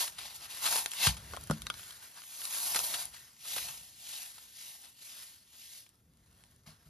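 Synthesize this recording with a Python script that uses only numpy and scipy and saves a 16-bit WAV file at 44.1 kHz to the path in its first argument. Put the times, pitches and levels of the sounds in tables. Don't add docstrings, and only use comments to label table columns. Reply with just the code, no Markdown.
import sys
import numpy as np
from scipy import signal
from scipy.fft import rfft, irfft, next_fast_len
from scipy.io import wavfile
from scipy.ndimage import uniform_filter1d

SR = 44100
rng = np.random.default_rng(int(sys.argv[2]) if len(sys.argv) > 2 else 0)


def dump(signal):
    limited = np.clip(np.atleast_2d(signal).T, -1, 1)
    pcm = np.round(limited * 32767).astype(np.int16)
    wavfile.write(sys.argv[1], SR, pcm)


N = 303849
TIME = np.arange(N) / SR

# frequency in Hz, gain in dB.
FLAKE_EQ = [(100, -28.5), (400, -9.5), (750, -1.5), (2000, -1), (3400, 4), (6000, -3), (10000, 4.5),
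            (12500, -16), (15500, -35.5)]
# effort in dB, mid-stroke pitch in Hz.
POCKET_PITCH = [(-41.5, 1580), (-50, 890)]


def crumbling(level_db=1.0, grit_db=-11.0, grit_growth=0.06, gaps_db=3.0, slips_db=2.0, ring_octaves=0.46):
    # frequency in Hz, gain in dB.
    foam_eq = [(60, -19), (200, -13), (450, -11.5), (650, -3.5), (1150, -5), (1550, -2), (1770, -3.5),
               (2050, -1.5), (2400, -3.5), (3000, 0.5), (6000, -1), (9300, 2), (12000, -2), (15000, -20.5)]
    # frequency in Hz, signed weight on their dB.
    body_weights = [(200, 0.84), (600, 1), (1400, 0.96), (2800, 0)]
    fizz_weights = [(1500, -0.15), (3000, -2), (6000, -0.53), (10000, 0.91)]
    control_t = TIME[::128]
    effort_db, *tone = hands(control_t)
    effort_db = np.interp(TIME, control_t, effort_db)
    powder = unit(fractures(N, per_s=9000, spread_db=2.0))
    grit = unit(fractures(N, per_s=180, spread_db=3.5))
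    stream = powder + grit * amp(grit_db + grit_growth * (effort_db - effort_db.mean()))
    hz, t, spectrum = signal.stft(unit(colour(stream, foam_eq)), SR, nperseg=512, noverlap=384)
    body_db, fizz_db, ring_db, pocket_hz = (np.interp(t, control_t, curve) for curve in tone)
    eq_db = np.outer(read(body_weights, hz), body_db) + np.outer(read(fizz_weights, hz), fizz_db)
    eq_db += ring_db * np.exp(-(np.log2((hz[:, None] + 1) / pocket_hz) / ring_octaves) ** 2)
    eq_db += gaps_db * patches(spectrum.shape, frames=26, bins=3)
    eq_db += slips_db * patches((1, len(t)), frames=4, bins=1)
    shaped = signal.istft(spectrum * amp(eq_db), SR, nperseg=512, noverlap=384)[1][:N]
    return shaped * amp(effort_db + level_db)


def hands(t, cupped_ring_db=7, open_ring_db=1):
    # start, attack, hold and release in seconds, then effort, hollow body and fizz in dB.
    squeezes = [(-.026, 0.014, 0.031, 0.091, -33.5, -4.5, 0.8), (0.119, 0.081, 0.066, 0.17, -49, -2, -1.5),
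                (0.321, 0.027, .012, 0.044, -49.5, -9, 2), (0.382, .049, 0.025, 0.035, -49.5, -1, -0.3),
                (0.471, 0.042, 0.17, 0.099, -46, -4, 0.5), (0.591, 0.052, 0.14, 0.11, -35.5, -3.5, 1.3),
                (.871, 0.05, 0.023, 0.097, -48, -8, 2), (0.957, 0.1, 0.0091, 0.069, -28, -3.5, -0.7),
                (1.686, 0.098, 0.12, 0.13, -52, -4, 1.5), (1.935, .097, 0.017, 0.15, -55, -1.5, 1),
                (2.121, 0.058, 0.0077, 0.047, -54.5, 7, -1), (2.156, 0.41, 0.28, 0.18, -38, -6.5, 3),
                (2.85, 0.046, .11, 0.12, -42, -3, 1), (3.084, .05, 0.04, .28, -55.5, -3.5, 0)]
    rubs = [(3.39, 0.11, 0.11, 0.3, -41, -6.5), (3.883, 0.23, 0.096, 0.21, -45.5, -6),
            (4.298, 0.054, 0.1, 0.23, -58, -4.5), (4.471, 0.14, 0.034, 0.37, -49, -7.5),
            (4.941, 0.093, 0.2, .238, -52, -6.5), (5.436, 0.16, 0.19, 0.097, -54, -9.5)]
    # start, hold and release in seconds, effort in dB.
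    scuffs_and_spill = [(1.29, .05, 0.055, -57.5), (1.396, .03, 0.023, -61), (1.497, .005, .11, -52),
                        (6.655, 0.032, 0.091, -61)]
    # time in seconds, level in dB.
    trickle = [(0, -60.5), (1.2, -55.5), (1.95, -62), (3.35, -74.5), (5.85, -72), (6.07, -80.5),
               (6.43, -69.5), (6.62, -77.5), (6.89, -69.5)]
    quick_attack_s, trickle_body_db, trickle_fizz_db = 0.0087, 6, 0.4
    moves = [stroke(t, *row, ring_db=cupped_ring_db) for row in squeezes]
    moves += [stroke(t, *row, fizz_db=0.84, ring_db=open_ring_db) for row in rubs]
    moves += [stroke(t, start, quick_attack_s, *row, body_db=8, fizz_db=-1, ring_db=open_ring_db)
              for start, *row in scuffs_and_spill]
    trickle_db = np.interp(t, *np.transpose(trickle))
    trickle_tone = trickle_body_db, trickle_fizz_db, open_ring_db, POCKET_PITCH[0][1]
    moves.append(np.broadcast_arrays(trickle_db, *trickle_tone))
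    effort_db, *tone = np.swapaxes(moves, 0, 1)
    power = amp(effort_db) ** 2
    blended_tone = [np.average(curve, axis=0, weights=power) for curve in tone]
    return [10 * np.log10(power.sum(axis=0))] + blended_tone


def stroke(t, start, attack, hold, release, db, body_db, fizz_db, ring_db):
    tighten_db_per_s, finer_db, seal_db_per_s, sink_octaves_per_s = 7.5, 1.5, 12.5, 1
    since_middle = np.clip(t - start - attack - hold / 2, -attack - hold / 2, hold / 2 + release)
    grip_db = tighten_db_per_s * np.clip(since_middle, -hold / 2, hold / 2)
    effort_db = db + swell(t, start, attack, hold, release) + grip_db
    fizz_db = fizz_db + finer_db * since_middle / (attack + hold + release)
    ring_db = ring_db + seal_db_per_s * since_middle
    pocket_hz = np.interp(db, *np.transpose(POCKET_PITCH)) * 2 ** (-sink_octaves_per_s * since_middle)
    return np.broadcast_arrays(effort_db, body_db, fizz_db, ring_db, pocket_hz)


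def crunches(per_s=3500, spread_db=3.0, tilt_db=0.17):
    # start in seconds, peak level in dB, rough length in seconds.
    collapses = [(.004, -21.5, 0.014), (0.077, -24.5, 0.0072), (0.183, -28, 0.016), (0.652, -16, 0.044),
                 (0.711, -29, 0.0055), (0.723, -16.5, 0.01), (0.766, -22, 0.005), (0.776, -22, 0.028),
                 (1.064, -9, 0.017), (1.165, -33, 0.018), (1.534, -34, 0.0092), (2.417, -30, 0.0024),
                 (2.547, -27, 0.0051), (2.746, -18, 0.0096), (2.757, -15, 0.02), (2.8, -24.5, 0.0044),
                 (2.938, -21, 0.019), (3.135, -38, 0.021), (3.447, -33.5, 0.034), (3.559, -20, 0.017),
                 (3.577, -21, 0.015), (3.683, -29, 0.015), (4.378, -36.5, .012), (4.824, -40, 0.074),
                 (5.526, -46.5, 0.062)]
    out, t = np.zeros(N), TIME[:4096]
    for start, db, length in collapses:
        age = t / (length / 4)
        avalanche = fractures(len(t), per_s, spread_db) * age * np.exp(-age)
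        add(out, start, peaked(colour(avalanche, FLAKE_EQ, tilt_db), db))
    return out


def snaps(level_db=2.5):
    # start in seconds, relative peak level in dB, treble tilt in dB per octave.
    flakes = [(0.7257, -19.5, -0.5), (0.759, -19.5, -3.5), (0.8605, -17, 0), (0.9104, -34, 13),
              (0.9173, -23.5, 3), (0.9358, -25.5, 3), (1.3658, -29.5, 1.5), (1.4111, -36, 10),
              (1.438, -34, 10), (1.473, -34, 5), (1.5105, -20, 8), (1.6198, -28.5, 3.5), (2.4534, -21, 4),
              (2.7914, -16, 1.5), (3.055, -25, 22), (5.865, -46, -1), (5.8912, -47.5, 11), (6.378, -54, 14),
              (6.4383, -44, -1), (6.51, -54, 18), (6.5622, -52, 7)]
    out, t = np.zeros(N), TIME[:2048]
    for start, db, tilt_db in flakes:
        click = colour(crack(t, debris=0.21, decay_s=0.0012), FLAKE_EQ, tilt_db)
        add(out, start, peaked(click, db + level_db))
    return out


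def knocks(level_db=-1.0, tick_db=-2, depth_bias_db=6, split_hz=1500, detune=0.08):
    # start in seconds, relative peak level in dB, depth (lean to the low modes) in dB.
    hits = [(1.0701, -15, -6), (1.336, -27.5, 2.5), (1.344, -38, 10.5), (1.371, -29.5, 4.5),
            (1.499, -24, 9), (1.511, -18.5, 6), (1.668, -22, -10.5), (1.701, -19.5, -8),
            (1.741, -30.5, -10), (1.794, -37.5, -4.5), (1.832, -41, -9), (1.907, -37, -16),
            (2.219, -38, -12), (2.237, -42, -8.5), (2.758, -27.5, 6), (3.567, -38, 21)]
    # frequency in Hz, level in dB, time to fade 60 dB in seconds.
    lump_modes = [(596, -3.5, 0.02), (820, -4, 0.0079), (1210, 0.5, 0.022), (1460, 7, 0.015),
                  (2050, -3.5, 0.019), (2930, 4, 0.0068), (3210, 8.5, .009), (3890, -1.5, 0.011),
                  (4890, -6, 0.028), (6040, -5, .01), (6320, -4, 0.015)]
    out, t = np.zeros(N), TIME[:4096]
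    for start, db, depth_db in hits:
        ring = np.zeros(len(t))
        for hz, mode_db, t60 in lump_modes:
            weight_db = (depth_db + depth_bias_db) * np.tanh(2 * np.log(split_hz / hz))
            polarity = rng.choice([-1, 1])
            detuned_hz = hz * (1 + detune * rng.standard_normal())
            ring += polarity * amp(mode_db + weight_db) * dying(t, t60) * np.sin(2 * np.pi * detuned_hz * t)
        tick = colour(crack(t, debris=0.13, decay_s=0.0018), FLAKE_EQ)
        add(out, start, peaked(ring, db + level_db) + peaked(tick, db + tick_db))
    return out


def table_thuds():
    # start in seconds, peak level in dB, contact time in seconds.
    bumps = [(1.069, -26, 0.0071), (1.076, -23, .011), (1.4999, -22, 0.0033), (6.671, -48.5, 0.0055),
             (6.691, -58, 0.0037), (6.859, -49.5, 0.0096)]
    # frequency in Hz, level in dB, time to fade 60 dB in seconds.
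    table_modes = [(61, -15.5, 0.24), (95, -12, 0.11), (154.7, -0.5, 0.19), (194, -1, 0.11),
                   (221.3, -7, .24), (301, -12.5, 0.19), (373.4, -22.5, 0.11)]
    out, t = np.zeros(N), TIME[:SR // 2]
    ring = sum(amp(db) * dying(t, t60) * np.cos(2 * np.pi * hz * t) for hz, db, t60 in table_modes)
    for start, db, contact in bumps:
        push = np.sin(np.pi * np.minimum(t / contact, 1)) ** 2
        add(out, start, peaked(signal.fftconvolve(push, ring)[:len(t)], db))
    return out


def arm_rumble(attack_s=0.11, release_s=0.35, resting_db=-77.5):
    # start in seconds, hold in seconds, level in dB.
    shuffles = [(-.1, 0.8, -70.5), (1.006, 0.54, -55.5), (2.57, 0.41, -68), (3.46, 0.16, -65.5),
                (5.916, .85, -68.5)]
    # frequency in Hz, gain in dB.
    rumble_eq = [(20, -14), (55, -2), (105, -2.5), (160, -7), (260, -17), (500, -20.5), (1500, -50),
                 (6000, -79)]
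    rumble = unit(colour(rng.standard_normal(N), rumble_eq))
    moving = sum(amp(db + swell(TIME, start, attack_s, hold, release_s)) for start, hold, db in shuffles)
    return rumble * np.hypot(moving, amp(resting_db))


def stray_crumbs(level_db=-79, tilt_db=6):
    ticks = fractures(N, per_s=22, spread_db=-0.5)
    return amp(level_db) * unit(colour(ticks, FLAKE_EQ, tilt_db))


def reflections(x, near_t60=0.044, room_t60=0.22, room_db=-20):
    # frequency in Hz, echo level against the direct sound in dB.
    echo_eq = [(100, -17), (700, -9), (1350, -5), (2000, -14), (3400, -7), (5400, -6.5), (8300, -17),
               (10000, -14), (14000, -8)]
    t = TIME[:SR // 3]
    taps = rng.standard_normal(len(t)) * (dying(t, near_t60) + amp(room_db) * dying(t, room_t60))
    return colour(signal.fftconvolve(x, taps / np.linalg.norm(taps))[:N], echo_eq)


def in_room(x, front_db=-2):
    front = x + amp(front_db) * reflections(x)
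    sides = reflections(x)
    return np.array([front + sides, front - sides])


def room_tone(level_db=-76):
    # frequency in Hz, gain in dB.
    air_eq = [(20, -4.5), (90, -3), (250, -1.5), (600, -18), (1500, -24), (4000, -29), (10000, -17.5),
              (15000, -21)]
    return amp(level_db) * unit(colour(rng.standard_normal(N), air_eq))


def fractures(count, per_s, spread_db):
    size = amp(spread_db * np.minimum(rng.exponential(1, count), 5))
    return size * rng.choice([-1, 1], count) * (rng.random(count) < per_s / SR)


def crack(t, debris, decay_s):
    return (t == 0) + debris * rng.standard_normal(len(t)) * np.exp(-t / decay_s)


def swell(t, start, attack, hold, release, depth_db=21, curve=1.19):
    rising = np.maximum(1 - (t - start) / attack, 0)
    falling = np.maximum((t - start - attack - hold) / release, 0)
    return -depth_db * (rising ** curve + falling ** curve)


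def dying(t, t60):
    return np.exp(-np.log(1000) * t / t60)


def patches(shape, frames, bins):
    field = rng.standard_normal(shape[::-1]).T
    return unit(uniform_filter1d(uniform_filter1d(field, bins, 0), frames, 1))


def colour(x, eq, tilt_db=0, size=4096):
    hz = abs(np.fft.fftfreq(size, 1 / SR))
    log_gain = np.log(amp(read(eq, hz) + tilt_db * np.log2(1 + hz / 1000)))
    taps = np.fft.ifft(np.exp(np.conj(signal.hilbert(log_gain)))).real
    return signal.fftconvolve(x, taps[:size // 2])[:len(x)]


def read(points, hz):
    point_hz, value = np.transpose(points)
    return np.interp(np.log(hz + 1), np.log(point_hz + 1), value)


def amp(db):
    return 10 ** (np.asarray(db) / 20)


def unit(x):
    return x / np.sqrt(np.mean(x ** 2) + 1e-20)


def peaked(x, db):
    return amp(db) * x / (abs(x).max() + 1e-20)


def add(mix, start_s, sound):
    part = mix[max(round(start_s * SR), 0):][:len(sound)]
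    part += sound[:len(part)]


def scene(spots=3):
    foam = sum(in_room(crumbling()) for _ in range(spots)) / np.sqrt(spots)
    debris = in_room(crunches() + stray_crumbs())
    handling = in_room(snaps() + knocks() + table_thuds() + arm_rumble())
    return foam + debris + handling + room_tone()


def record(dry, low_cut_hz=45, high_cut_hz=15000):
    # frequency in Hz, phase lead of the left side in radians.
    phase_lead = [(100, 0), (1100, .4), (1550, 1.8), (1850, 0), (3400, .9), (5000, .5), (6000, -.9),
                  (7000, -1.7), (8300, -3.14), (10000, -4.6), (11600, -6.2), (13000, -6.6), (15000, -9.4)]
    # frequency in Hz, level of left over right in dB.
    balance = [(200, .4), (950, .5), (1600, -.5), (2700, 1.8), (4200, 3.2), (6300, 2.2), (8300, 0),
               (15000, 0)]
    size = next_fast_len(N + SR // 10)
    hz = np.fft.rfftfreq(size, 1 / SR)
    left_gain = amp(read(balance, hz) / 2) * np.exp(0.5j * read(phase_lead, hz))
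    pair = irfft(rfft(dry, size) * np.array([left_gain, 1 / left_gain]), size)[:, :N]
    pair = signal.sosfilt(signal.butter(4, low_cut_hz, "highpass", fs=SR, output="sos"), pair)
    lowpass = signal.firwin(255, high_cut_hz, window=("kaiser", 9), fs=SR)
    return signal.oaconvolve(pair, lowpass[None], "same")


dry = scene()
out = record(dry)
dump(out)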